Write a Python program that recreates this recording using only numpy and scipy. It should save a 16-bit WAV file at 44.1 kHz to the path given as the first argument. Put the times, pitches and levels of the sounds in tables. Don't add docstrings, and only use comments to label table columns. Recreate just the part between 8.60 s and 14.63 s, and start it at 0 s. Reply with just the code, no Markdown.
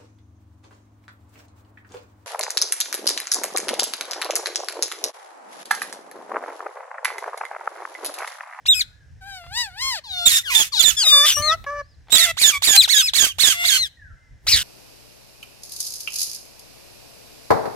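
import sys
import numpy as np
from scipy import signal
from scipy.fft import rfft, irfft
from scipy.io import wavfile
from scipy.ndimage import map_coordinates

SR = 44100
rng = np.random.default_rng(int(sys.argv[2]) if len(sys.argv) > 2 else 0)


def generate_wav(sig):
    pcm = np.round(np.clip(np.atleast_2d(sig).T, -1, 1) * 32767).astype(np.int16)
    wavfile.write(sys.argv[1], SR, pcm)


N = 265967
TIME = np.arange(N) / SR


# crest time, rise, hold and release
# in seconds, crest, held and final pitch (before the drop) in Hz, tone effort in dB, odd harmonics in dB re
# effort, extra fourth harmonic in dB, rasp in dB, rasp at the break in dB re held rasp, left minus right
# in dB (before the beam), lag in ms.
HARSH_SQUAWKS = [(.083, 0.029, .002, .003, 2800, 2730, 2880, -18.5, -9, -12, -44, 1, 3, 0.31),
                 (1.695, 0.0062, 0.086, 0.046, 2360, 1854, 1797, -19, -10, 4.5, -20.5, 0, -0.5, 0.19),
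                 (1.952, 0.0058, 0.071, 0.07, 1793, 1808, 1653, -12, -23, -2.5, -19.5, -0.5, -4, 0.21),
                 (2.225, 0.0046, 0.074, 0.067, 2392, 1807, 1734, -12, -19.5, 0.5, -20, 1.5, -13.5, 0.08),
                 (3.583, 0.0045, 0.065, 0.066, 2375, 1963, 1803, -12, -14.5, -1, -16.5, -4.5, -2.5, 0.094),
                 (3.812, .044, .002, 0.0046, 2480, 2490, 2450, -18.5, -8.5, 0.5, -26, 3.5, -5.5, .13),
                 (3.817, .004, .083, 0.064, 2350, 1882, 1647, -11.5, -15.5, 1.5, -18, -3.5, -6, .13),
                 (4.059, .04, 0.1, 0.042, 2448, 1870, 1606, -13.5, -13, 2.5, -19, 2.5, -4, .13),
                 (4.168, 0.014, 0.0012, 0.003, 2470, 2400, 2400, -13, -8, -12, -9.5, -3.5, -8.5, 0.093),
                 (4.319, .044, .094, 0.036, 2227, 1780, 1566, -13, -10.5, 0, -23, 2.5, -7.5, .32),
                 (4.567, 0.034, 0.087, 0.062, 2294, 1826, 1540, -14.5, -13, 2, -19.5, 3, -10.5, 0.12),
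                 (4.821, .038, 0.1, 0.05, 2220, 1882, 1529, -12.5, -14.5, 0, -17.5, -2, -9.5, 0.11),
                 (5.076, 0.04, 0.093, 0.045, 2320, 1706, 1511, -13.5, -15.5, -2, -20.5, 1.5, -8.5, 0.13)]
SCREECH_CALLS = [(2.669, .018, .055, 0.026, 1713, 1734, 1612, -10, -47, 0.0071, -23.5, -3.5, 6.4, .058),
                 (5.903, .037, 0.046, 0.15, 2706, 2264, 2040, -10.5, -10.5, 0.0015, -25.5, 3, 3.5, 0.049)]
# start and length in seconds, top and end pitch in Hz, second
# harmonic in dB, fourth harmonic in dB re second, rasp in dB, left minus right in dB, lag in ms.
WHISTLE_CALLS = [(0.081, 0.061, 1906, 1545, -10, -13, -38, -0.5, .342),
                 (0.205, 0.0177, 2067, 1700, -21, -25, -29.5, -7, 0.346),
                 (1.655, 0.033, 1835, 1585, -9, 1, -16.5, -8.5, .2),
                 (1.73, .08, 1845, 1800, -21, -8, -42, 4, .2),
                 (1.901, 0.061, 1236, 1200, -26.5, -16, -25, -13, .19),
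                 (2.192, 0.028, 1779, 1480, -12.5, 1, -19, -22.5, .072),
                 (3.501, 0.041, 1825, 1810, -35, -12.5, -34, -10, .13),
                 (3.518, 0.061, 1923, 1650, -9.5, -3.5, -16.5, -20.5, .13),
                 (4.171, .05, 2053, 1574, -6.5, -11, -25, 3, .0031),
                 (4.363, 0.056, 1900, 1646, -14.5, -13.5, -53.5, 7, .28),
                 (4.677, 0.049, 1620, 1310, -30.5, -8, -41, -4, .112)]
# start, length and hold in seconds, start and
# end pitch in Hz, tone effort in dB, odd harmonics in dB re effort, rasp in dB, left minus right in dB, lag in ms.
YELP_CALLS = [(0.142, 0.087, 0.049, 2570, 1336, -13.5, -14.5, -35, 6, 0.32),
              (2.717, 0.063, 0.001, 3014, 2696, -13, -26, -49, 3, 0.012),
              (2.753, 0.076, .002, 2838, 3200, -12.5, -19, -32, 7, 0.017),
              (2.821, 0.13, 0.044, 2158, 1360, -18, -16, -36, 11, 0.031),
              (4.219, 0.046, 0.0013, 2560, 1233, -10, -17.5, -23, 4.5, 0.0024),
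              (4.42, 0.085, .043, 2600, 1290, -13.5, -15, -31, 1.5, 0.334),
              (5.109, 0.17, 0.097, 2169, 1493, -20.5, -12.5, -33, 3.5, 0.2)]
# frequency in Hz, gain in dB.
HARSH_RESONANCES = [(1000, -33.5), (2400, -19), (3050, -6.5), (3350, -8.5), (3750, 0), (4400, -5),
                    (4950, -18), (5800, -13.5), (6800, -3), (7250, -6), (7700, -11.5), (9500, -12)]
SCREECH_RESONANCES = [(1200, -25), (2700, -28.5), (3150, -10), (3650, -5.5), (4250, 1.5), (4750, 0.5),
                      (5200, -7.5), (7000, -25), (9500, -39)]
YELP_RESONANCES = [(2500, -19), (3100, -8.5), (3600, -1), (4050, 1), (4500, -10), (5100, -13), (5900, -12),
                   (7200, -24), (8500, -20.5), (11000, -26)]
ODD_OVERTONES = {1: -2.5, 3: -2.5, 5: -13, 7: -23.5}
EVEN_OVERTONES = {4: -2.5, 6: -17, 8: -15.5}
RATTLE_SKIRTS = {1: -15.5, 2: -1.5, 3: -8.5, 4: -7, 5: -1.5}
# frequency in Hz, relative level in dB.
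AIR_COLOUR = [(300, -39.5), (700, -20), (1200, -13.5), (1900, -3.5), (3200, 1.5), (4800, -2), (6500, 0),
              (8500, -0.5), (11000, -4.5), (13000, -1), (15500, -16)]

# time in seconds, pitch in Hz, level over the harmonics in dB.
WARBLE_COURSE = [(0.605, 820, -57), (0.625, 747, -46), (0.681, 806, -40), (0.765, 755, -37.5),
                 (0.827, 682, -45.5), (0.895, 695, -49), (0.975, 963, -24.5), (1.013, 986, -24.5),
                 (1.111, 698, -49), (1.151, 742, -46), (1.225, 1060, -24.5), (1.293, 1078, -25),
                 (1.335, 953, -28), (1.393, 594, -36.5), (1.41, 611, -80)]
# level in dB, tilt in dB per octave.
WARBLE_TILT = [(-43.5, -1), (-43, -3.5), (-35, 7)]
# start and length in seconds, start and end pitch in Hz, bend (positive glides
# early, negative late), start, middle and end level in dB, tilt in dB per octave, left minus right in dB, lag in ms.
WHINE_CALLS = [(1.435, 0.24, 1128, 698.7, 5.5, -43, -30.5, -26, 1.5, 4, 0.18),
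               (2.118, 0.11, 1277, 642, 2.2, -31.5, -22.5, -27, 5.5, 6.5, 0.18),
               (2.364, .088, 1740, 1162, -2.5, -23, -17, -26, 8.5, 3.5, 0.042),
               (2.445, 0.27, 1274, 1158, 3, -26, -19.5, -33.5, 11, 4, 0.081)]
GRUMBLE_CALLS = [(1.83, 0.076, 2150, 1387, 2, -47, -26, -21.5, -2, 5, 0.19),
                 (1.895, 0.13, 1213, 868, 3.94, -31, -28.5, -29, 6, -1, 0.18),
                 (3.53, 0.14, 614, 702, .5, -35, -35, -34, -2, -1.5, 0.039),
                 (3.65, 0.069, 704, 649, -0.5, -33.5, -29.5, -28, 0, -1, 0.031),
                 (3.92, .065, 1240, 1125, 2.5, -36, -27.5, -34, 2, -1, 0.025),
                 (2.425, .06, 1012, 550, 1, -42, -36.5, -34.5, -3, 2.5, 0.14),
                 (4.13, 0.046, 786, 797.5, 1, -34, -30.5, -24, -1.5, 0.5, 0.039),
                 (4.93, 0.143, 686, 702, 0.82, -43, -31.5, -28.5, 1, 3, 0.24),
                 (5.07, 0.13, 710, 679, -0.5, -35, -39.5, -45, 7.5, 1, .21)]
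# start and length in seconds, start, middle and end
# pitch in Hz, eased level in dB, final swell in dB re eased, left minus right in dB, lag in ms.
HONK_CALLS = [(2.52, 0.15, 578.6, 565.7, 624, -35.5, 18, 1, 0.028),
              (2.765, 0.1926, 587, 607.5, 675, -34, 17, -0.5, -0.036),
              (3.062, 0.16, 557, 584, 569.4, -36, 5, 2, -0.037)]
# frequency in Hz, gain in dB.
WARBLE_COLOUR = [(600.0, -4.5), (850.0, -2.5), (1200.0, -8), (1700.0, -2), (2300.0, -10.5), (3000.0, -13),
                 (3700.0, -12.5), (4600.0, -11.5), (6000.0, -27), (8000.0, -28.5), (11000.0, -50),
                 (15000.0, -48)]
WHINE_COLOUR = [(600.0, -8.5), (850.0, -6), (1200.0, -2.5), (1700.0, -23), (2300.0, -14), (3000.0, -12),
                (3700.0, 1.5), (4600.0, -13), (6000.0, -22), (8000.0, -29), (11000.0, -41.5),
                (15000.0, -56)]
GRUMBLE_COLOUR = [(650, -9), (1100, 1), (1500, -9.5), (2100, 6), (2800, -3.5), (3500, -3), (4600, -14),
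                  (8000, -19.5), (10000, -35), (15000, -33.5)]
HONK_COLOUR = [(600, -9.5), (1200, 3.5), (1700, 0.5), (2300, -12.5), (3000, -27.5), (3700, -38.5),
               (4600, -21.5), (6000, -15.5), (8000, -55), (11000, -37.5), (15000, -60)]

# time in seconds,
# level in dB before gain.
OVERLOAD_CRACKLES = [(1.671, -22.5), (1.994, -30.5), (2.014, -24.5), (2.239, -27.5), (2.289, -27.5),
                     (3.543, -20.5), (3.56, -22), (3.834, -27.5), (3.88, -26.5), (4.073, -28.5),
                     (4.092, -22.5), (4.108, -22), (4.582, -31), (4.605, -28), (4.641, -21.5),
                     (4.648, -27.5), (4.836, -25.5), (4.876, -23)]
# time in seconds, level in dB before gain.
TICK_EVENTS = [(0.84, -37), (0.865, -35), (3.042, -25.5), (3.471, -45.5), (3.484, -34), (3.497, -27.5)]
# centre in seconds, peak level in dB, Gaussian width (sigma) in seconds.
WING_BEATS = [(2.807, -31, 0.0093), (2.895, -41, 0.14), (5.89, -36.5, 0.029), (5.952, -27, 0.017),
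              (6.016, -39.5, .025)]
# start and length in seconds, start, middle and end pitch in Hz (before a 1 % lowering),
# middle level in dB.
FAR_CHIRPS = [(0.079, 0.12, 1810, 1590, 1250, -53.5), (0.326, 0.13, 1660, 1720, 1500, -63.5),
              (3.222, .133, 3900, 5250, 3800, -66), (5.368, 0.16, 1950, 1614, 1320, -54.5),
              (5.555, 0.17, 2050, 2100, 1978, -68)]
# frequency in Hz, relative density in dB per Hz.
GARDEN_COLOUR = [(15, -50.5), (25, -3.5), (86, 1), (154, -9.5), (186, -19.5), (326, -24.5), (415, -31.5),
                 (450, -25), (790, -30), (1280, -37), (1720, -23), (2240, -33), (4500, -38.5),
                 (5420, -33.5), (15000, -57)]

LAUNCH_HZ, RISE_POWER = 522, 2.3
SWELL_SHARE = 0.7
ATTACK_DB, RELEASE_DB = -9.5, -34.5
RASP_ATTACK_DB, RASP_RELEASE_DB, BREAK_S = -14, -24.5, 0.012
BEAM_HZ, BEAM_WIDTH_HZ, BEAM_DB = 1880, 310, -8.5

WHISTLE_TOP_SHARE, WHISTLE_SCOOP_SHARE = 0.38, .03
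WHISTLE_ODD_DB = -37.5
WHISTLE_ATTACK_S, WHISTLE_ATTACK_DB, WHISTLE_FADE_DB = 0.0073, -12, -9.5

YELP_SAG_PER_S, YELP_FALL_POWER = .35, 1.5
YELP_ODD_RISE_DB, YELP_FADE_DB, YELP_RASP_FADE_DB = 3, -20, -15.5

HONK_ATTACK_DB, HONK_END_DB, HONK_SWELL_SHARE = 5.5, -3.5, 0.857
HONK_TILT_DB_PER_OCT, HONK_TILT_PER_EFFORT_DB = -5.5, 0.6167


def undb(db):
    return 10 ** (np.asarray(db) / 20)


def colour_db(hz, points):
    at_hz, db = np.transpose(points)
    return np.interp(np.log(np.maximum(hz, 1)), np.log(at_hz), db)


def noise(points, size):
    spectrum = rfft(rng.standard_normal(size))
    x = irfft(spectrum * undb(colour_db(np.fft.rfftfreq(size, 1 / SR), points)), size)
    return x / x.std()


def walk(rate_hz, size):
    steps = np.arange(size) / SR * rate_hz
    return map_coordinates(rng.standard_normal(4096), [steps], order=2, mode="wrap")


def partial(k, hz, phase):
    return np.sqrt(2) * np.sin(k * phase) * (k * hz < SR * .4)


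def arch(x, start, middle, end):
    return start + (end - start) * x + (4 * middle - 2 * start - 2 * end) * x * (1 - x)


def course(length_s):
    x = np.linspace(0, 1, 100)
    return x * length_s, x


def gesture(lag_ms, *curves):
    return lag_ms, np.column_stack(np.broadcast_arrays(*curves))


def controls(rows, fade_s):
    s, *columns = np.transpose(rows)
    t = TIME[(TIME >= s[0]) & (TIME <= s[-1])]
    edge_s = np.minimum(t - t[0], t[-1] - t)
    gate = np.sin(np.pi / 2 * np.clip(edge_s / fade_s, 0, 1)) ** 2
    return t, gate, [np.interp(t, s, c) for c in columns]


def place(x, pan_db, lag_ms):
    late = map_coordinates(x, [np.arange(len(x)) - lag_ms * SR / 1000], order=3)
    left, right = undb(pan_db / 2), undb(-pan_db / 2)
    return np.array([x * left, late * right]) / np.sqrt((left ** 2 + right ** 2) / 2)


def add(out, start_s, x):
    i = int(start_s * SR)
    out[:, i:i + x.shape[1]] += x[:, :N - i]


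def squawks(calls, trill_hz, trill_depth, tear_db, jitter, flicker_db, tone_db, rasp_db, rasp_pan, scatter,
            rattle_db, rattle_hz, hiss_db):
    out = np.zeros((2, N))
    for lag_ms, rows in calls:
        t, gate, (hz, db, odd_db, fourth_db, harsh_db, pan_db) = controls(rows, .0025)
        size = len(t)
        chaos = 1 / np.sqrt(1 + undb(db - harsh_db) ** 2)
        trill = np.sin(2 * np.pi * trill_hz * t + .5 * walk(60, size))
        shake = jitter * chaos * walk(1100, size) + .002 * walk(150, size)
        hz = hz * (1 + trill_depth * trill + shake)
        phase = 2 * np.pi * np.cumsum(hz) / SR

        levels_db = {2: 0}
        levels_db.update({k: odd_db + d for k, d in ODD_OVERTONES.items()})
        levels_db.update({k: fourth_db + d for k, d in EVEN_OVERTONES.items()})
        tone = 0
        for k, rel_db in levels_db.items():
            flicker = flicker_db * chaos * walk(222.8, size)
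            tone = tone + undb(db + rel_db + flicker) * partial(k, hz, phase)

        burst_db = harsh_db + rasp_db + 1.9 * walk(450, size) + tear_db * walk(110, size)
        burst_db = burst_db - 12 * (1 - chaos) ** 2
        bursts = gate * (1 - 1.9 * trill_depth * trill) * undb(burst_db)
        rasps = []
        for _ in range(3):
            rattle = 0
            for k, rel_db in RATTLE_SKIRTS.items():
                strength = undb(rel_db) * walk(rattle_hz, size)
                rattle = rattle + strength * partial(k, hz, phase + .6 * walk(rattle_hz, size) / k)
            rasps.append(bursts * (undb(rattle_db) * rattle + undb(hiss_db) * noise(AIR_COLOUR, size)))

        direct = place(rasps[2], rasp_pan * pan_db, lag_ms)
        spread = np.array([place(rasps[side], rasp_pan * pan_db, 0)[side] for side in range(2)])
        rasp = np.sqrt(1 - scatter) * direct + np.sqrt(scatter) * spread
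        add(out, t[0], place(gate * tone * undb(tone_db), pan_db, lag_ms) + rasp)
    return out


def through(throat, hz, effort_db, odd_db, fourth_db=0):
    second, fourth = colour_db(2 * hz, throat), colour_db(4 * hz, throat)
    return effort_db + second, odd_db - second, fourth + fourth_db - second


def sweeps(table, throat, settle_s, drop, drop_s):
    for (s, rise, hold, release, crest_hz, held_hz, final_hz, tone_db, odd_db, fourth_db,
         rasp_db, flare_db, pan_db, lag_ms) in table:
        u = course(rise + hold + release)[0] - rise
        rising = crest_hz - (crest_hz - LAUNCH_HZ) * np.abs(u / rise) ** RISE_POWER
        held = np.interp(u, [0, hold], [held_hz, final_hz])
        held = held + (crest_hz - held_hz) * np.exp(-(u / settle_s) ** 2)
        dropping = held * (1 - drop * np.tanh(np.maximum(u - hold, 0) / drop_s))
        hz = np.where(u < 0, rising, dropping)

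        full, end = -rise * (1 - SWELL_SHARE), hold + release
        effort = tone_db + np.interp(u, [-rise, full, hold, end], [ATTACK_DB, 0, 0, RELEASE_DB])
        rasp_times = [-rise, full, max(hold - BREAK_S, 0), hold, end]
        rasp = rasp_db + np.interp(u, rasp_times, [RASP_ATTACK_DB, 0, 0, flare_db, RASP_RELEASE_DB])
        beam = BEAM_DB * np.exp(-((hz - BEAM_HZ) / BEAM_WIDTH_HZ) ** 2)
        levels = through(throat, hz, effort, odd_db, fourth_db)
        yield gesture(lag_ms, s + u, hz, *levels, rasp, pan_db + beam)


def whistles():
    for s, length, top_hz, end_hz, db, fourth_db, rasp_db, pan_db, lag_ms in WHISTLE_CALLS:
        u, x = course(length)
        scoop = np.maximum(1 - x / WHISTLE_TOP_SHARE, 0) ** 2
        fall = np.maximum((x - WHISTLE_TOP_SHARE) / (1 - WHISTLE_TOP_SHARE), 0) ** 2
        hz = top_hz * (1 - WHISTLE_SCOOP_SHARE * scoop) + (end_hz - top_hz) * fall
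        attack = np.interp(u, [0, WHISTLE_ATTACK_S], [WHISTLE_ATTACK_DB, 0])
        level = db + attack + WHISTLE_FADE_DB * fall
        yield gesture(lag_ms, s + u, hz, level, WHISTLE_ODD_DB, fourth_db, rasp_db + attack, pan_db)


def yelps():
    for s, length, hold, start_hz, end_hz, tone_db, odd_db, rasp_db, pan_db, lag_ms in YELP_CALLS:
        u, _ = course(length)
        fall = np.interp(u, [hold, length], [0, 1]) ** YELP_FALL_POWER
        hz = start_hz * (1 - YELP_SAG_PER_S * u) * (1 - fall) + end_hz * fall
        effort = tone_db + YELP_FADE_DB * fall ** 2
        levels = through(YELP_RESONANCES, hz, effort, odd_db + YELP_ODD_RISE_DB * fall)
        yield gesture(lag_ms, s + u, hz, *levels, rasp_db + YELP_RASP_FADE_DB * fall ** 2, pan_db)


def nasal(calls, throat, gain_db, jitter, hiss_db, gape=0, settle_s=.07):
    out = np.zeros((2, N))
    for lag_ms, rows in calls:
        t, gate, (hz, db, bright_db, pan_db) = controls(rows, .008)
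        size = len(t)
        hz = hz * (1 + jitter * walk(600, size) + 0.0035 * walk(60, size))
        phase = 2 * np.pi * np.cumsum(hz) / SR
        lift = 1 + gape * np.exp(-((t - t[0]) / settle_s) ** 2)
        voice, power = 0, 0
        for k in range(1, 22):
            tilt_db = bright_db * np.log2(k * hz / 2000)
            uneven_db = 1.5 * walk(57, size) + 1.8 * walk(7, size)
            gain = undb(db + colour_db(k * hz / lift, throat) + tilt_db + uneven_db)
            voice = voice + gain * partial(k, hz, phase)
            power = power + gain ** 2
        air = np.sqrt(power) * undb(hiss_db) * (1 + np.cos(phase)) * noise(AIR_COLOUR, size)
        add(out, t[0], place(gate * (voice + air) * undb(gain_db), pan_db, lag_ms))
    return out


def warble(pan_db, lag_ms):
    s, pitch_hz, level_db = np.transpose(WARBLE_COURSE)
    t = s[0] + course(s[-1] - s[0])[0]
    hz, db = np.interp(t, s, pitch_hz), np.interp(t, s, level_db)
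    bright_db = np.interp(db, *np.transpose(WARBLE_TILT))
    harmonics_hz = np.arange(1, 12)[:, None] * hz
    gains = undb(colour_db(harmonics_hz, WARBLE_COLOUR) + bright_db * np.log2(harmonics_hz / 2000))
    total_db = 10 * np.log10(np.sum(gains ** 2, axis=0))
    yield gesture(lag_ms, t, hz, db - total_db, bright_db, pan_db)


def slides(table):
    for (s, length, start_hz, end_hz, bend, start_db, middle_db, end_db, bright_db,
         pan_db, lag_ms) in table:
        u, x = course(length)
        hz = start_hz + (end_hz - start_hz) * np.expm1(-bend * x) / np.expm1(-bend)
        yield gesture(lag_ms, s + u, hz, arch(x, start_db, middle_db, end_db), bright_db, pan_db)


def honks():
    for s, length, start_hz, middle_hz, end_hz, db, swell_db, pan_db, lag_ms in HONK_CALLS:
        u, x = course(length)
        effort = np.interp(x, [0, .5, HONK_SWELL_SHARE, 1], [HONK_ATTACK_DB, 0, swell_db, HONK_END_DB])
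        bright_db = HONK_TILT_DB_PER_OCT + HONK_TILT_PER_EFFORT_DB * effort
        yield gesture(lag_ms, s + u, arch(x, start_hz, middle_hz, end_hz), db + effort, bright_db, pan_db)


def overload_crackles(gain_db, width_s, pan_db, weaker_db, spread_s):
    out, t = np.zeros((2, N)), TIME[:256]
    crackle = place(t / width_s * np.exp(1 - t / width_s), pan_db, 0)
    for (s, db), chance in zip(OVERLOAD_CRACKLES, rng.uniform(-1.2, 1, len(OVERLOAD_CRACKLES))):
        add(out, s, undb(db + gain_db) * crackle)
        add(out, s + spread_s * chance, undb(db + gain_db + weaker_db) * crackle)
    return out


def ticks(gain_db, decay_s):
    out, t = np.zeros((2, N)), TIME[:2048]
    for s, db in TICK_EVENTS:
        click = noise([(200, -3), (800, 24.0), (3500, 15.0), (12000, -43)], len(t)) * np.exp(-t / decay_s)
        add(out, s, place(undb(db + gain_db) * click, 0, 0))
    return out


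def wings():
    push = sum(undb(db) * np.exp(-.5 * ((TIME - s) / width_s) ** 2) for s, db, width_s in WING_BEATS)
    colour = [(20, -17), (50, 8), (110, 0.5), (220, -13.5), (500, -19.5), (3000, -34.5)]
    return push * np.array([noise(colour, N) for _ in range(2)])


def far_birds(edge_db):
    out = np.zeros((2, N))
    for s, length, start_hz, middle_hz, end_hz, level_db in FAR_CHIRPS:
        u, x = course(length)
        glide_hz = arch(x, start_hz, middle_hz, end_hz)
        rows = np.column_stack([s + u, glide_hz, level_db + arch(x, edge_db, 0, edge_db)])
        t, gate, (hz, db) = controls(rows, 0.0062)
        phase = 2 * np.pi * np.cumsum(hz) / SR
        chirp = undb(db + 4.1 * walk(94, len(t))) * partial(0.99, hz, phase)
        add(out, t[0], place(gate * chirp, 0, 0))
    return out


def echo(x, early_db, early_s, late_db, t60_s):
    t, ports = TIME[:SR], []
    for channel in x:
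        early = noise([(300, -10.5), (3000, -4.0), (15000, -3.5)], SR) * np.exp(-t / early_s) * (t > .002)
        late = noise([(300, -15.5), (2000, -6.5), (5000, -13), (15000, -12.5)], SR)
        late = late * undb(-60 * t / t60_s) * (t > .02)
        response = undb(early_db) * early / np.linalg.norm(early) + undb(late_db) * late / np.linalg.norm(late)
        ports.append(signal.fftconvolve(channel, response)[:N])
    return np.array(ports)


def garden(gain_db, swell_db):
    mid, side = noise(GARDEN_COLOUR, N), noise(GARDEN_COLOUR, N)
    air = mid + .5 * side * np.array([[1], [-1]])
    rumble = signal.sosfiltfilt(signal.butter(2, 250, fs=SR, output="sos"), air)
    chorus = air - rumble
    return undb(gain_db) * (chorus + rumble * undb(swell_db * walk(15, N)))


def scene():
    calls = [*sweeps(HARSH_SQUAWKS, HARSH_RESONANCES, settle_s=0.016, drop=0.26, drop_s=.014),
             *whistles(), *yelps()]
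    screeches = sweeps(SCREECH_CALLS, SCREECH_RESONANCES, settle_s=0.024, drop=.23, drop_s=.045)
    birds = squawks(calls, trill_hz=0, trill_depth=0, tear_db=1.77, jitter=0.014, flicker_db=3.5,
                    tone_db=1, rasp_db=-0.5, rasp_pan=0.36, scatter=0.89,
                    rattle_db=-8.0, rattle_hz=1314, hiss_db=0.5)
    birds += squawks(screeches, trill_hz=136.3, trill_depth=0.12, tear_db=2.5, jitter=0.052, flicker_db=2.5,
                     tone_db=-2.5, rasp_db=3.5, rasp_pan=0.37, scatter=0.093,
                     rattle_db=0.5, rattle_hz=888, hiss_db=3.5)
    birds += nasal(warble(pan_db=3.5, lag_ms=0.098), WARBLE_COLOUR, gain_db=1, jitter=0.0045, hiss_db=-18)
    birds += nasal(slides(WHINE_CALLS), WHINE_COLOUR, gain_db=-2.5, jitter=0.0048, hiss_db=-20,
                   gape=0.11, settle_s=0.062)
    birds += nasal(slides(GRUMBLE_CALLS), GRUMBLE_COLOUR, gain_db=-1.5, jitter=0.02, hiss_db=-13.5)
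    birds += nasal(honks(), HONK_COLOUR, gain_db=-2, jitter=0.0095, hiss_db=-33.5)

    crackle = overload_crackles(gain_db=11, width_s=0.000089, pan_db=-36.5, weaker_db=-1, spread_s=.02)
    near = birds + ticks(gain_db=-8.5, decay_s=0.0058)
    near += echo(birds, early_db=-8.5, early_s=0.0076, late_db=-28.5, t60_s=0.36)
    far = far_birds(edge_db=-2.5)
    far = far + echo(far, early_db=-8, early_s=.03, late_db=-5, t60_s=.8)
    return near + crackle + wings() + far + garden(gain_db=-53, swell_db=4.5)


def record(dry):
    rounded = dry / (1 + (np.abs(dry) / .88) ** 6) ** (1 / 6)
    low_pass = signal.ellip(10, .2, 80, 15800, fs=SR, output="sos")
    return signal.sosfilt(low_pass, rounded)


dry = scene()
out = record(dry)
generate_wav(out)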